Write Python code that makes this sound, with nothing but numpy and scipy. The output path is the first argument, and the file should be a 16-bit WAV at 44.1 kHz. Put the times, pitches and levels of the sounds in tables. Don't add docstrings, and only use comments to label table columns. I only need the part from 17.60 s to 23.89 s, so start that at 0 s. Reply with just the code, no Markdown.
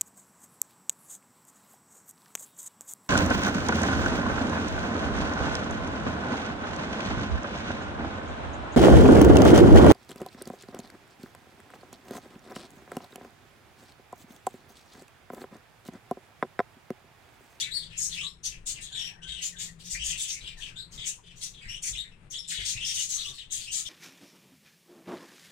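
import sys
import numpy as np
from scipy import signal
from scipy.fft import rfft, irfft, next_fast_len
from scipy.io import wavfile
from scipy.ndimage import uniform_filter1d, minimum_filter1d, map_coordinates

SR = 44100
rng = np.random.default_rng(int(sys.argv[2]) if len(sys.argv) > 2 else 0)


def generate_wav(signal):
    frames = np.transpose(np.atleast_2d(signal))
    scaled = np.clip(frames, -1, 1) * 32767
    pcm = np.round(scaled).astype(np.int16)
    wavfile.write(sys.argv[1], SR, pcm)


N = 277389
TOP_HZ = 15830

# (time [s], length [s], start pitch [Hz], end pitch [Hz], level [dB])
CHEEP_CALLS = [(0, 0.038, 3180, 3926, -32), (0.024, 0.069, 2746, 2016, -43.5),
               (0.112, 0.03, 3735, 4120, -39.5), (0.136, .042, 4376, 4556, -32),
               (0.161, 0.1, 4240, 3470, -45.5), (0.301, .11, 3407, 2137, -52),
               (0.515, 0.065, 4110, 2524, -41.5), (.567, 0.042, 2578, 2760, -37.5),
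               (.606, 0.034, 3120, 3320, -38.5), (.636, 0.042, 3600, 3960, -37.5),
               (0.903, 0.068, 3020, 2286, -52), (1.137, 0.076, 3190, 2230, -49.5),
               (1.219, 0.095, 4120, 3150, -51.5), (1.315, 0.0348, 3500, 3643, -42.5),
               (1.349, .065, 3600, 3347, -36.5), (1.419, 0.08, 3500, 2720, -43),
               (1.621, 0.058, 3090, 3370, -48), (1.676, 0.082, 3600, 3174, -41),
               (1.758, 0.13, 3160, 2572, -44.5), (1.96, 0.069, 3395, 3245, -52.5),
               (2.336, 0.051, 2328, 2490, -40.5), (2.393, 0.073, 2786, 3143, -38.5),
               (2.48, 0.088, 3310, 2643, -40.5), (2.579, 0.13, 3800, 2717, -43.5),
               (2.728, 0.07, 2500, 2270, -48), (2.808, 0.12, 3900, 2496, -45),
               (3.007, .089, 3420, 2540, -44), (3.163, 0.058, 3674, 4070, -43),
               (3.376, .085, 3543, 3100, -42), (3.431, 0.1, 2500, 2750, -50), (3.637, .12, 3257, 2640, -57),
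               (3.94, 0.062, 3800, 3100, -53.5), (4.012, .11, 2334, 1860, -50),
               (4.086, 0.085, 2680, 3160, -42.5), (4.225, 0.076, 2630, 2125, -48),
               (4.325, 0.051, 3475, 3390, -43), (4.349, 0.027, 2590, 3230, -42),
               (4.375, 0.036, 3533, 3797, -36.5), (4.42, 0.085, 2280, 1723, -58),
               (4.515, 0.034, 2740, 2554, -62.5), (4.727, 0.059, 3285, 3596, -38.5),
               (4.824, 0.075, 3620, 3630, -54.5), (4.896, 0.17, 3643, 3147, -39.5),
               (4.909, 0.15, 2284, 2240, -45.5), (5.042, 0.059, 4020, 3400, -45),
               (5.134, 0.081, 2404, 2780, -42.5), (5.203, 0.061, 3243, 3200, -35.5),
               (5.27, 0.0705, 3370, 3050, -38.5), (5.36, .06, 3360, 2960, -36.5),
               (5.575, 0.053, 4130, 3590, -38), (5.645, 0.042, 2710, 3730, -38.5),
               (5.775, 0.068, 4080, 2890, -46), (5.9, 0.14, 3600, 3094, -49),
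               (6.069, 0.068, 2530, 3430, -43), (6.251, 0.053, 3550, 3080, -43)]
# (time [s], length [s], pitch [Hz], level [dB])
WHISTLE_CALLS = [(1.37, 0.12, 5560, -45), (0.67, 0.047, 5330, -59), (4.085, 0.057, 5600, -45.5),
                 (4.787, 0.023, 5360, -40.5)]
HOARSE, HOARSE_PER_OCTAVE, HOARSE_PER_S = 0.701, .7, 5
OCTAVE_DB, OVERTONE_DB_PER_OCTAVE = -8, 8.5
WHISTLE_HOARSE, WHISTLE_OCTAVE_DB = 0.45, -12


def cheeps(lead_s=.012):
    track = np.zeros((2, N))
    for s, length, start_hz, end_hz, db in CHEEP_CALLS:
        climb = np.log2(end_hz / start_hz)
        hoarse = HOARSE - HOARSE_PER_OCTAVE * climb + HOARSE_PER_S * length
        octave_db = OCTAVE_DB + OVERTONE_DB_PER_OCTAVE * climb
        call = cheep(length, start_hz, end_hz, hoarse, octave_db)
        add(track, s - lead_s, at_level(pot(call), db, length))
    for s, length, hz, db in WHISTLE_CALLS:
        call = cheep(length, hz, hz, WHISTLE_HOARSE, WHISTLE_OCTAVE_DB)
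        add(track, s - lead_s, at_level(pot(call), db, length))
    return track


CREST, CREST_PER_OCTAVE = .55, 0.267


def cheep(length, start_hz, end_hz, hoarse, octave_db, waver=0.0252, noise_db=-12, beak_db=-6,
          third_db=-13, second_db=-11, rise=0.022, fall=0.075, arch_db=7, clear_width=0.0044):
    t = np.arange(SR // 5) / SR
    size = len(t)
    age = t - rise / 2
    glide = np.exp(np.interp(age, [0, length], np.log([start_hz, end_hz])))
    crest = np.clip(CREST + CREST_PER_OCTAVE * np.log2(end_hz / start_hz), 0, 1)
    clear = .9 * np.exp(-((age - crest * length) / clear_width) ** 2)
    rough = np.maximum(hoarse - clear, .12)

    jitter = .045 * wobble(1000, size)
    pitch = glide * (1 + rough * (jitter + waver * wobble(120.1, size)))
    phase = 2 * np.pi * np.cumsum(pitch) / SR
    third = amp(third_db) * np.sin(3 * phase) * (3 * glide < TOP_HZ)
    tone = np.sqrt(2) * np.sin(phase) + amp(octave_db) * (np.sin(2 * phase) + third)

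    other_hz = glide * np.exp(.17 * wobble(35, size))
    breaking_in = amp(11.0 * wobble(72.0, size))
    other_tone = np.sin(2 * np.pi * np.cumsum(other_hz * (1 + jitter / 2)) / SR)
    other = rough * amp(second_db) * unit(breaking_in * other_tone)

    pitch_hiss = rough ** 2 * amp(noise_db) * band(np.sqrt(start_hz * end_hz), 2160, size)
    beak_hiss = rough * amp(octave_db + beak_db) * band(7670, 1070, size)
    husk = pitch_hiss + beak_hiss

    pulsing = flutter(rate_hz=250, scatter=0.2134, depth_db=12.0 * np.minimum(rough, 1), size=size)
    effort = amp(-arch_db * abs(age / length - crest) + 2.3 * wobble(75.0, size))
    voice = tone + other + husk + rough * chest(size)
    return swell(t, length, rise, fall) * effort * pulsing * voice


# (time [s], length [s], level [dB], beak resonance [Hz], throat relative to beak [dB])
RASP_CALLS = [(0, 0.0055, -27.5, 6440, -2), (0.374, .1, -31, 6680, -18), (0.488, 0.1, -45, 6640, 2),
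              (0.839, 0.044, -32, 6170, -6.5), (1.063, 0.053, -33, 6730, -7),
              (1.209, 0.046, -43.5, 7060, -3.5), (1.819, 0.058, -32.5, 6700, -7),
              (1.988, 0.075, -38, 6860, -5.5), (2.193, 0.033, -53, 7600, 5), (2.24, 0.055, -44, 6000, -5.5),
              (2.301, 0.046, -34, 6670, -7.5), (2.437, 0.088, -33, 6670, -7.5),
              (2.572, 0.079, -34.5, 6990, -11), (2.677, 0.061, -34, 6380, -11),
              (2.971, 0.12, -52.5, 6270, 1.5), (3.316, .052, -49.5, 6720, -3),
              (3.456, 0.043, -31.5, 6910, -8), (3.757, 0.14, -53, 6530, -6.5),
              (3.811, 0.059, -37.5, 6290, -7.5), (4.226, 0.077, -33, 6580, -14),
              (4.708, 0.0078, -35.5, 6220, -16), (4.88, 0.066, -36.5, 7050, -3),
              (5.052, 0.073, -31.5, 6510, -3), (5.247, 0.077, -33.5, 5870, -6.5),
              (5.333, 0.12, -31.5, 6400, -8.5), (5.488, .081, -32, 6650, -10),
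              (5.585, .12, -44.5, 6080, -1), (5.729, 0.048, -51, 7670, 8), (5.911, 0.07, -34.5, 6810, -9),
              (5.986, 0.081, -44.5, 7300, 5.5), (6.115, .1, -32.5, 6870, -7),
              (6.255, 0.03, -44.5, 5600, -9)]
FULL_RASP_DB = -36.5
SIZZLE_DB, SIZZLE_GROWS = -19.5, .3


def rasps(beak_width_hz=2100, throat_hz=3900, rise=.028, fall=0.06, squeak_db=-3,
          sizzle_hz=11800, sizzle_width_hz=5000):
    track, t = np.zeros((2, N)), np.arange(SR // 5) / SR
    size = len(t)
    for s, length, db, beak_hz, throat_db in RASP_CALLS:
        weaker_db = FULL_RASP_DB - db
        beak = band(beak_hz, beak_width_hz, size) + amp(-13.0) * band(8400, 1800, size)
        pitch = beak_hz * (1 + .06 * wobble(60, size) + 0.0363 * wobble(1216, size))
        squeak = amp(squeak_db) * np.sqrt(2) * np.sin(2 * np.pi * np.cumsum(pitch) / SR)
        throat = amp(throat_db) * band(throat_hz, 3200, size)
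        sizzle_gain = amp(SIZZLE_DB + SIZZLE_GROWS * weaker_db)
        sizzle = sizzle_gain * band(sizzle_hz, sizzle_width_hz, size)
        voice = sum(part * amp(2.2 * wobble(55, size)) for part in (beak, squeak, throat))
        pulsing = flutter(rate_hz=250, scatter=0.352, depth_db=6.0, size=size)
        call = swell(t, length, rise, fall) * pulsing * (voice + sizzle + chest(size) / 2)
        add(track, s - rise / 2 + 0.0018, at_level(pot(call), db, length))
    return track


def flutter(rate_hz, scatter, depth_db, size):
    cycles = np.cumsum(rate_hz * (1 + scatter * wobble(rate_hz, size))) / SR
    pulses = np.cos(2 * np.pi * cycles) + 0.12 * wobble(rate_hz, size)
    return unit(amp(depth_db * pulses))


def chest(size, chest_hz=1950, width_hz=520, chest_db=-21):
    return amp(chest_db) * band(chest_hz, width_hz, size)


def pot(call, walls_t60=0.064, tail_db=-1.0, tail_t60=0.22):
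    t = np.arange(SR // 3) / SR
    walls = unit(amp(-60 * t / walls_t60))
    tail = amp(tail_db) * unit(amp(-60 * t / tail_t60))
    answer = rng.standard_normal((2, len(t))) * np.hypot(walls, tail) / np.sqrt(len(t))
    answer[:, 0] += .3
    return signal.fftconvolve(call[None], unit(answer) / np.sqrt(len(t)), axes=1)


# (time [s], starting level of the decay [dB])
HAND_BUMPS = [(0.881, -45.5), (.977, -40), (1.686, -42), (2.337, -40.5), (2.408, -38), (2.49, -43),
              (2.828, -47), (2.948, -42), (4.065, -37.5), (4.318, -39.5), (4.989, -40), (5.159, -42.5)]
# (time [s], level relative to the thud [dB])
KNOCK_LEVEL = [(2.4, -23.5), (5.1, -2.5)]


def bumps(thud_hz=42, decay=0.44, knock_hz=105, knock_t60=0.34):
    track, t = np.zeros(N), np.arange(SR // 4) / SR
    for s, db in HAND_BUMPS:
        hz = thud_hz * np.exp(0.241 * rng.standard_normal())
        thud = amp(db - 60 * t / decay) * np.sin(2 * np.pi * hz * t)
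        knock_db = db + np.interp(s, *np.transpose(KNOCK_LEVEL))
        knock = amp(knock_db - 60 * t / knock_t60) * band(knock_hz, 48, len(t))
        onset = 1 - np.exp(-t / 0.0029)
        add(track, s - .008, onset * (thud + knock))
    return track


# (time [s], length [s], centre of the noise [Hz], level [dB])
CLAY_SCUFFS = [(0.014, 0.25, 380, -71), (1.302, 0.29, 740, -68), (1.615, 0.42, 513, -69),
               (2.945, .065, 800, -67), (3.41, .056, 400, -75), (3.574, 0.03, 905, -60),
               (3.622, 0.017, 470, -64), (4.977, 0.028, 454, -60)]


def scuffs(width_hz=350, grain_db=4):
    track, t = np.zeros(N), np.arange(SR // 2) / SR
    for s, length, hz, db in CLAY_SCUFFS:
        grain = unit(amp(grain_db * wobble(76, len(t))))
        rub = grain * band(hz, width_hz, len(t))
        add(track, s, amp(db) * swell(t, length, rise=0.0054, fall=0.012) * rub)
    return track


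# (time [s], length [s], middle pitch [Hz], level [dB])
DISTANT_CALLS = [(.607, 0.08, 1150, -61), (1.197, 0.54, 1713, -65), (1.916, .1, 1703, -61),
                 (2.056, .045, 1990, -60), (2.96, 0.047, 1725, -59), (3.091, .14, 1510, -67),
                 (5.559, 0.18, 1195, -66.5), (6.162, 0.069, 1286, -67)]


def far_birds(waver=0.048, fading_db=4):
    track, t = np.zeros(N), np.arange(SR * 3 // 4) / SR
    for s, length, hz, db in DISTANT_CALLS:
        sag = np.interp(t, [0, length], [1.05, .95])
        pitch = hz * sag * (1 + waver * (wobble(30.4, len(t)) + wobble(304.6, len(t))))
        fading = amp(fading_db * wobble(26.0, len(t)))
        tone = unit(fading * np.sin(2 * np.pi * np.cumsum(pitch) / SR))
        add(track, s, at_level(swell(t, length, rise=0.012, fall=0.035) * tone, db, length))
    return track


# (frequency [Hz], relative density [dB per Hz])
RUMBLE_SPECTRUM = [(22, 3), (45, 2.5), (75, -4.5), (130, 0), (280, -17.5), (400, -15.5), (600, -23.5),
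                   (1100, -24.5), (2500, -28.5), (5000, -44.5), (9000, -42), (15000, -64)]
# (time [s], level [dB])
RUMBLE_LEVEL = [(0, -54), (2.4, -55), (3.4, -56), (5.3, -56.5), (6.29, -57)]
# (time [s], level before hum_db is added [dB])
HUM_LEVEL = [(0.0, -68), (0.54, -55.5), (1.21, -67.5), (2.37, -52.5), (2.71, -66.5), (5.13, -63),
             (5.76, -79), (6.29, -67)]


def background(pot_hz=168, hum_db=-1):
    t = np.arange(N) / SR
    noise = rng.standard_normal((2, N))
    common, side = filtered(noise, lambda f: amp(along(RUMBLE_SPECTRUM, f)))
    side = filtered(side, lambda f: along([(60, 0.15), (150, 0.23), (400, 0.46), (1500, 0.84)], f))
    air = unit(np.array([common + side, common - side]) * amp(2.04 * wobble(14, N)))
    hum = unit(filtered(rng.standard_normal(N), lambda f: 1 / (1 + ((f - pot_hz) / 11) ** 2)))
    rumble = amp(np.interp(t, *np.transpose(RUMBLE_LEVEL))) * air
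    return rumble + amp(hum_db + np.interp(t, *np.transpose(HUM_LEVEL))) * hum


def amp(db):
    return 10 ** (np.asarray(db) / 20)


def unit(x):
    return x / np.sqrt(np.mean(x ** 2) + 1e-20)


def along(points, hz):
    f, v = np.transpose(points)
    return np.interp(np.log(hz + 1), np.log(f), v)


def wobble(rate, size):
    knots = rng.standard_normal(512)
    return map_coordinates(knots, [np.arange(size) * rate / SR], order=2, mode="mirror")


def filtered(x, response):
    n = x.shape[-1]
    m = next_fast_len(n + 4096)
    return irfft(rfft(x, m) * response(np.fft.rfftfreq(m, 1 / SR)), m)[..., :n]


def band(centre_hz, width_hz, size):
    f = np.fft.rfftfreq(size, 1 / SR)
    response = 1 / (1 + ((f * f - centre_hz ** 2) / ((f + 1) * width_hz)) ** 2)
    return unit(irfft(rfft(rng.standard_normal(size)) * response, size))


def swell(t, length, rise, fall):
    opening = np.sin(np.pi / 2 * np.clip(t / rise, 0, 1)) ** 2
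    closing = np.sin(np.pi / 2 * np.clip((length + rise / 2 - t) / fall + .5, 0, 1)) ** 2
    return opening * closing


def add(track, s, sound):
    start = round(s * SR)
    sound = sound[..., max(-start, 0):]
    part = track[..., max(start, 0):][..., :sound.shape[-1]]
    part += sound[..., :part.shape[-1]]


def at_level(sound, db, length):
    return sound * amp(db) * np.sqrt(2 * length * SR / (np.sum(sound ** 2) + 1e-20))


# (frequency [Hz], left minus right [dB])
CHANNEL_BALANCE = [(40, 4.5), (150, 6), (500, 8.5), (2000, 6.5), (3500, 8), (6000, 9), (8000, 4),
                   (13000, -1)]


def sides(hz):
    ratio = amp(along(CHANNEL_BALANCE, hz))
    return np.array([ratio, np.ones_like(ratio)]) * np.sqrt(2 / (1 + ratio ** 2))


def scene(lowest_hz=1330):
    chicks = filtered(cheeps() + rasps(), lambda hz: 1 - 1 / (1 + (hz / lowest_hz) ** 8))
    through_pot = pot(far_birds() + scuffs())[:, :N]
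    return filtered(chicks + through_pot + background() + bumps(), sides)


def limited(x, ceiling_db=-16):
    need = np.minimum(1, amp(ceiling_db) / (abs(x).max(axis=0) + 1e-9))
    return x * uniform_filter1d(minimum_filter1d(need, size=441), size=441)


# (frequency [Hz], gain [dB])
MICROPHONE_RESPONSE = [(1000, 1), (3500, 4), (4800, 3.5), (7000, 1), (9000, 6), (10300, 2), (11500, 0),
                       (15000, 2)]


def record(dry):
    coloured = filtered(dry, lambda hz: amp(along(MICROPHONE_RESPONSE, hz)))
    return filtered(limited(coloured), lambda hz: hz < TOP_HZ)


dry = scene()
out = record(dry)
generate_wav(out)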